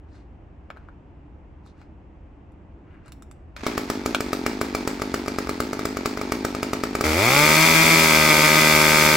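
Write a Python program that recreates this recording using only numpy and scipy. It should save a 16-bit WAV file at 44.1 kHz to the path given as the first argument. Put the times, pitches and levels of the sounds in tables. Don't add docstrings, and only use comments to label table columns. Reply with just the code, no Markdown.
import sys
import numpy as np
from scipy import signal
from scipy.fft import rfft, irfft, next_fast_len
from scipy.io import wavfile
from scipy.ndimage import uniform_filter1d

SR = 44100
rng = np.random.default_rng(int(sys.argv[2]) if len(sys.argv) > 2 else 0)


def wrap_up_sound(samples):
    columns = np.atleast_2d(samples).T
    tamed = np.clip(columns, -1, 1)
    steps = np.round(tamed * 32767).astype(np.int16)
    wavfile.write(sys.argv[1], SR, steps)


N = 403956
TIME = np.arange(N) / SR

# time in seconds, relative level in dB, turns until the next firing.
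FIRINGS = [(3.665, -13, 6), (3.7769, -13.5, 6), (3.8997, -13, 8), (4.0591, -13, 8), (4.205, -14, 6),
           (4.33, -13, 6), (4.4625, -12.5, 8), (4.6126, -12.5, 7), (4.7485, -13, 6), (4.8744, -13, 6),
           (4.997, -23, 1), (5.0181, -15, 6), (5.1408, -13, 6), (5.2603, -22, 1), (5.28, -15.5, 5),
           (5.3847, -14.5, 4), (5.471, -21, 1), (5.492, -15, 5), (5.602, -13, 7), (5.7307, -16, 3),
           (5.7917, -17.5, 3), (5.853, -13.5, 6), (5.969, -16, 4), (6.057, -12.5, 6), (6.1729, -18.5, 2),
           (6.213, -16.5, 5), (6.32, -12.5, 7), (6.4484, -12.5, 5), (6.548, -17, 4), (6.6287, -14, 5),
           (6.732, -13.5, 5), (6.8355, -13.5, 6), (6.951, -13.5, 3), (7.0087, -12, 2)]
# frequency in Hz, relative level in dB.
PUFF_SPECTRUM = [(40, -23), (100, -12), (170, -13), (230, 5), (300, 5), (420, -5.5), (600, -15.5),
                 (900, -13), (1300, -50), (2000, -51), (4000, -25), (12000, -54)]
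# frequency in Hz, relative level in dB.
BARK_SPECTRUM = [(40, -3), (80, 2.5), (200, -3.5), (400, 2.5), (600, -1), (900, -9.5), (1300, -1.5),
                 (1800, -19), (2400, -10.5), (3000, -50), (5000, -16.5), (8000, -33), (15000, -70)]
# frequency in Hz, relative density in dB.
JET_SPECTRUM = [(150, -40), (500, -4), (1300, 3.5), (2300, 1), (3100, -5), (4500, -2), (6000, -5),
                (7500, -2.5), (9500, -10), (15500, -7)]

CRANK_START_S, REV_START_S = 3.633, 7.0395
PART_THROTTLE_HZ, NOMINAL_HZ = 77.04, 155


def from_db(db):
    return 10 ** (np.asarray(db) / 20)


def rms_one(x):
    return x / np.sqrt(np.mean(x ** 2) + 1e-20)


def at_hz(points, hz):
    point_hz, db = np.transpose(points)
    return np.interp(np.log(hz + 1), np.log(point_hz), db)


def colour(x, spectrum, power=1):
    size = next_fast_len(x.shape[-1] + 4096)
    hz = np.fft.rfftfreq(size, 1 / SR)
    gain = from_db(at_hz(spectrum, hz) * power)
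    return irfft(rfft(x, size) * gain, size)[..., :x.shape[-1]]


def diffuse(spectrum, size=N):
    # frequency in Hz, side minus mid level in dB.
    width = [(100, -15), (280, -15.5), (550, -4), (1200, -2), (2300, -3.5), (4000, -3.5), (12000, -4)]
    mid, side = rng.standard_normal((2, size))
    stereo = mid + colour(side, width) * [[1], [-1]]
    return rms_one(colour(stereo, spectrum))


def later(x, count):
    return np.pad(x, (count, 0))[:len(x)]


def clicks(times_s, heights):
    return np.bincount(np.round(times_s * SR).astype(int), heights, N)[:N]


def fading(x, decay_s):
    return signal.lfilter([1], [1, -np.exp(-1 / (decay_s * SR))], x + 1e-18)


def outdoors(x, early_db, late_db, early_s=0.0061, late_s=0.048, size=30000):
    # frequency in Hz, left-right tilt in dB (scaled per side below).
    side_tilt = [(250, 1), (550, -1), (1100, 4), (2200, 5.5), (4500, -3), (8000, -3.5), (12000, 3)]
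    # frequency in Hz, relative level in dB.
    scatter = [(60, -11), (300, 3.5), (1000, 1), (2300, 6), (5000, 5), (15000, 0)]
    t = TIME[:size]
    early = np.exp(-t / early_s) * (1 - np.exp(-t / .003))
    late = np.exp(-t / late_s) * (1 - np.exp(-t / .015))
    envelope = from_db(early_db) * rms_one(early) + from_db(late_db) * rms_one(late)
    echoes = diffuse(scatter, size=size) * envelope / np.sqrt(size)
    left = later(colour(x, side_tilt, power=0.59), count=1)
    right = colour(x, side_tilt, power=-0.38)
    return np.array([left, right]) + signal.oaconvolve(x[None], echoes, axes=1)[:, :N]


def town():
    # frequency in Hz, relative density in dB.
    rumble = [(12, -45), (20, -17), (32, -10), (56, -0.5), (76, 1.5), (102, -9), (211, -12.5), (252, -16),
              (285, -9.5), (448, -22.5), (859, -25.5), (1380, -35.5), (2720, -41.5), (3970, -57),
              (8000, -64), (10400, -95), (17600, -120)]
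    return from_db(-45) * diffuse(rumble)


def scrapes(grain_db=2.5, skirt_db=-13.0):
    # centre in seconds, half length in seconds, rub level in dB, hiss level in dB.
    strokes = [(0.164, 0.062, -68, -70.5), (0.797, 0.12, -68, -86), (1.68, .03, -74, -67.5),
               (1.808, 0.042, -66, -74), (2.94, 0.078, -61, -87), (3.075, 0.026, -59, -68)]
    rub_hz, hiss_hz = 1400, 4350
    out = np.zeros(N)
    for k, hz in enumerate([rub_hz, hiss_hz]):
        spectrum = [(hz / 4, -50), (hz / 2, skirt_db), (hz, 0), (hz * 2, skirt_db), (hz * 4, -50)]
        band = rms_one(colour(rng.standard_normal(N), spectrum))
        out += band * sum(from_db(db[k]) * np.exp(-((TIME - s) / half_s) ** 2)
                          for s, half_s, *db in strokes)
    grain = rms_one(uniform_filter1d(rng.standard_normal(N), size=130))
    return out * rms_one(from_db(grain_db * grain))


def struck(hits, modes, crack_db, crack_s, size=8000):
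    out, t = np.zeros(N), TIME[:size]
    mode_hz, mode_db, t60_s = np.transpose(modes)
    decays = from_db(-60 * t / t60_s[:, None])
    for s, level_db, treble_db in hits:
        strength_db = mode_db + treble_db * (mode_hz > 2000) + rng.normal(0, 2, len(mode_hz))
        gain = from_db(strength_db) * rng.choice([-1, 1], len(mode_hz))
        pitch_hz = mode_hz * (1 + 0.04 * rng.standard_normal(len(mode_hz)))
        ring = gain @ (np.sin(2 * np.pi * np.outer(pitch_hz, t)) * decays)
        crack = from_db(crack_db + treble_db) * rng.standard_normal(size) * np.exp(-t / crack_s)
        at = round(s * SR)
        out[at:at + size] += from_db(level_db) * (ring / np.abs(ring).max() + crack)
    return out


def saw_knocks():
    # time in seconds, ring peak in dB, treble boost in dB.
    blows = [(.703, -25.5, -10), (.764, -38, -15), (.771, -34, -7), (.887, -35, -33), (1.815, -40.5, -2),
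             (3.565, -25.5, 3.5), (4.1475, -4.5, 2.5), (4.184, -50, -3.5)]
    # nominal frequency in Hz, relative level in dB, t60 in seconds.
    housing = [(520, -9, .012), (683, -5, .012), (950, -9, .008), (1240, -2, .012), (1373, 0, .012),
               (1720, -5, .009), (2330, -6, .014), (3250, -11, .01), (3745, -13, .01), (4200, -14, .009),
               (5100, -14, .009), (6500, -17, .008), (7600, -21, .008)]
    return struck(blows, housing, crack_db=-24.0, crack_s=0.0039)


def gear_clinks():
    # time in seconds, ring peak in dB, treble boost in dB.
    blows = [(1.663, -43, -8), (1.78, -60, -6), (2.52, -61, 0), (3.060, -46, -8), (3.081, -37.5, -6),
             (3.121, -35.5, 7), (3.223, -33, -3), (3.313, -35, -3)]
    # nominal frequency in Hz, relative level in dB, t60 in seconds.
    gear = [(1250, 2, .012), (2450, -7, .008), (3650, -4, .008), (4720, -8, .007), (5450, -6, .007),
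            (6130, -5, .007), (7500, 1, .008), (8200, -3, .008), (9100, -10, .01), (10200, -10, .035),
            (14650, -28, .03)]
    return struck(blows, gear, crack_db=-12.5, crack_s=0.0021)


def starter():
    pull_s, peak_s, peak_db = 3.562, 3.675, -38.0
    rise_db_per_s, fall_db_per_s = 102, 92
    past_s = TIME - peak_s
    slope_db = np.minimum(rise_db_per_s * past_s, -fall_db_per_s * past_s)
    return from_db(peak_db + slope_db) * (TIME > pull_s)


def shaken(jolt_db=6.0, settle_s=0.04):
    fired_s, level_db, _ = np.transpose(FIRINGS)
    return 1 + fading(clicks(fired_s, from_db(level_db + jolt_db)), settle_s)


def crank_speed():
    # time in seconds, speed in turns per second.
    top_speed = [(7.55, 156.2), (7.66, 162.4), (7.77, 160.5), (7.92, 163.8), (8.12, 156.4), (8.39, 152.6),
                 (8.61, 155.5), (8.8, 153.3)]
    full_throttle_s, run_up_s, run_up_shape = 7.1241, .1653, 1.541
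    top_hz = np.interp(TIME, *np.transpose(top_speed))
    run_up = 1 - np.exp(-(np.maximum(TIME - full_throttle_s, 0) / run_up_s) ** run_up_shape)
    return PART_THROTTLE_HZ + (top_hz - PART_THROTTLE_HZ) * run_up


def with_speed(nominal_db, db_per_octave):
    return from_db(nominal_db + db_per_octave * np.log2(crank_speed() / NOMINAL_HZ))


def machinery(rush_db=1.14, slap_db=3.0):
    # frequency in Hz, relative density in dB.
    metal = [(60, -37), (200, 5), (600, 1.5), (1200, 5.5), (1800, 2.5), (2300, 5), (3000, -5), (4400, -3.5),
             (7000, -11.5), (10000, -24), (15500, -30)]
    # frequency in Hz, relative density in dB.
    chain = [(1650, -10.5), (2800, -3), (3070, -13.5), (3500, 1), (3980, -11), (4360, -4.5), (5150, -3.5),
             (5610, -11.5), (6110, -1.5), (6420, -11.5), (7360, -5.5), (8930, -12.5), (11600, -10.5),
             (14800, -14), (15500, -12.5)]
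    revving = TIME > REV_START_S
    slaps = rms_one(uniform_filter1d(rng.standard_normal(N), size=90))
    idle_gain = from_db(-42.0) * (TIME > CRANK_START_S)
    engine = np.where(revving, with_speed(-35.0, -3.5), idle_gain)
    clatter = np.hypot(engine, starter()) * from_db(slap_db * slaps) * shaken()
    running = with_speed(-20.5 + rush_db * slaps, 10.0) * revving
    rattle = (clatter + from_db(-5.5) * running) * diffuse(metal)
    return rattle + from_db(0.5) * running * diffuse(chain)


def exhaust(train, spectrum, resonance, phase_share=0.82, size=4096):
    # frequency in Hz, width in Hz, gain in dB before resonance scaling.
    muffler = [(397, 56, 5.5), (480, 30, -16.5), (529, 120, 7.5), (778, 66, -5.5), (887, 160, 9),
               (1003, 106, -11.5), (1280, 260, 10), (1613, 33, 8), (1830, 820, -1.5), (2024, 150, 9),
               (2218, 160, 6), (2400, 330, 6.5), (2940, 220, -10), (3280, 430, 10.5), (3940, 500, -28),
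               (4390, 200, 17), (5250, 290, 11)]
    hz = np.fft.rfftfreq(size, 1 / SR)
    ringing_db = sum(g / (1 + (2 * (hz - f) / w) ** 2) for f, w, g in muffler)
    gain = from_db(at_hz(spectrum, hz) + resonance * ringing_db)
    cepstrum = irfft(np.log(gain))
    least_phase = rfft(2 * cepstrum[:size // 2], size).imag
    opening_phase = 2 * np.pi * hz * .0011
    pulse = irfft(gain * np.exp(1j * (phase_share * least_phase - opening_phase)))
    return signal.oaconvolve(train, pulse / np.abs(pulse).max())[:N]


def jet(train, decay_s, rise_s=0.0013):
    opened = later(train, count=round(.001 * SR))
    burst = fading(fading(opened, decay_s), rise_s) / (rise_s * SR)
    return burst * rms_one(colour(rng.standard_normal(N), JET_SPECTRUM))


def idle(slowing=0.16, fade_db=2.0, uneven_db=1.0, fired_puff=0.17):
    fired_s, level_db, coasting = np.transpose(FIRINGS)
    turns_s, vigour = [CRANK_START_S], [1]
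    next_s = np.append(fired_s[1:], REV_START_S)
    for start, end, count in zip(fired_s, next_s, np.round(coasting)):
        part = np.arange(1, count) / count
        turns_s.extend(start + (end - start) * (part - slowing * part * (1 - part)))
        vigour.extend(from_db(fade_db * (1.0 - part)))
    uneven = from_db(rng.normal(0, uneven_db, len(turns_s)))
    puffs = clicks(np.array(turns_s), np.array(vigour) * uneven)
    barks = clicks(fired_s, from_db(level_db + 6.5))
    pumped = from_db(-21.5) * puffs + fired_puff * barks
    gas = exhaust(barks, BARK_SPECTRUM, resonance=0.42) + exhaust(pumped, PUFF_SPECTRUM, resonance=0.16)
    explosions = fading(clicks(fired_s - 0.0028, from_db(level_db - 22)), decay_s=0.0037)
    knock = explosions * rms_one(colour(rng.standard_normal(N), JET_SPECTRUM))
    crack = from_db(-8.5) * jet(barks ** 2 / barks.max(), decay_s=0.0021)
    return gas + knock + crack


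def rev(skip_db=-23.0, rich_db=-0.5, hum_lag=0.43, tones_lag=0.15, part_load=0.5):
    # start in seconds, end in seconds.
    clean_runs = [(7.03, 7.295), (7.36, 7.452), (7.565, 7.652), (7.752, 7.832), (7.905, 7.947),
                  (8.305, 8.33), (8.43, 8.47), (8.562, 8.596)]
    # frequency in Hz, relative level in dB.
    blast = [(40, -15), (80, 1.5), (155, -3), (235, 11), (310, 3), (385, 3.5), (600, -2.5), (900, -7.5),
             (1300, -8), (1750, -8), (2400, 0.5), (2800, -11.5), (5000, -16), (14000, -39)]
    # multiple of crank speed, relative level in dB.
    port_tones = [(4, -12.5), (5, -56), (6, -8), (7, -19), (8, -10.5), (9, -16), (10, -11.5)]
    speed = crank_speed()
    angle = np.cumsum(speed * (TIME >= REV_START_S)) / SR
    whole_turns = np.arange(1, int(angle[-1]) + 1)
    turns_s = np.append(REV_START_S, np.interp(whole_turns, angle, TIME))
    clean = np.any([(turns_s >= a) & (turns_s <= b) for a, b in clean_runs], axis=0)
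    fires = clean.copy()
    for k in range(1, len(turns_s)):
        fires[k] |= not fires[k - 1]
    force = from_db(np.where(fires, rich_db * ~clean, skip_db))
    train = clicks(turns_s, force)

    load = np.clip(part_load + (speed - PART_THROTTLE_HZ) / 70, 0, 1)
    light = train * (1 - load)
    gas = exhaust(light, BARK_SPECTRUM, resonance=0.38) + exhaust(train * load, blast, resonance=1.61)
    gas = gas + from_db(-10.0) * exhaust(light, PUFF_SPECTRUM, resonance=0.22)
    gas = gas / np.sqrt(uniform_filter1d(gas ** 2, size=3400) + 1e-4)

    tones = sum(from_db(db) * np.sqrt(2) * np.cos(2 * np.pi * k * (angle - tones_lag))
                for k, db in port_tones)
    tones = tones * (0.56 + 0.24 * np.interp(TIME, turns_s + 0.0012, force))

    hum_skipping_db, hum_clean_db, hum_settle_s = -26, -21.5, 0.09
    clean_share = uniform_filter1d(np.interp(TIME, turns_s, clean), size=round(hum_settle_s * SR))
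    hum_db = hum_skipping_db + (hum_clean_db - hum_skipping_db) * clean_share
    hum = with_speed(hum_db, 6.5) * -np.cos(2 * np.pi * (angle - hum_lag))

    hiss = from_db(-17.0) * jet(light, decay_s=0.0016)
    spun_up = np.minimum(angle, 1)
    return with_speed(-18, 6.5) * (gas + spun_up * tones) + spun_up * hum + hiss


def scene():
    climber = outdoors(scrapes() + saw_knocks() + gear_clinks(), early_db=-6.0, late_db=-15.0)
    idling = outdoors(idle(), early_db=-13.0, late_db=-8.0)
    revving = outdoors(rev(), early_db=-13, late_db=-14)
    return town() + climber + machinery() + idling + revving


def record(dry):
    cutoff_hz = 15800
    low_pass = signal.ellip(12, .2, 80, cutoff_hz, fs=SR, output="sos")
    return signal.sosfilt(low_pass, np.clip(dry, -1, 1))


dry = scene()
out = record(dry)
wrap_up_sound(out)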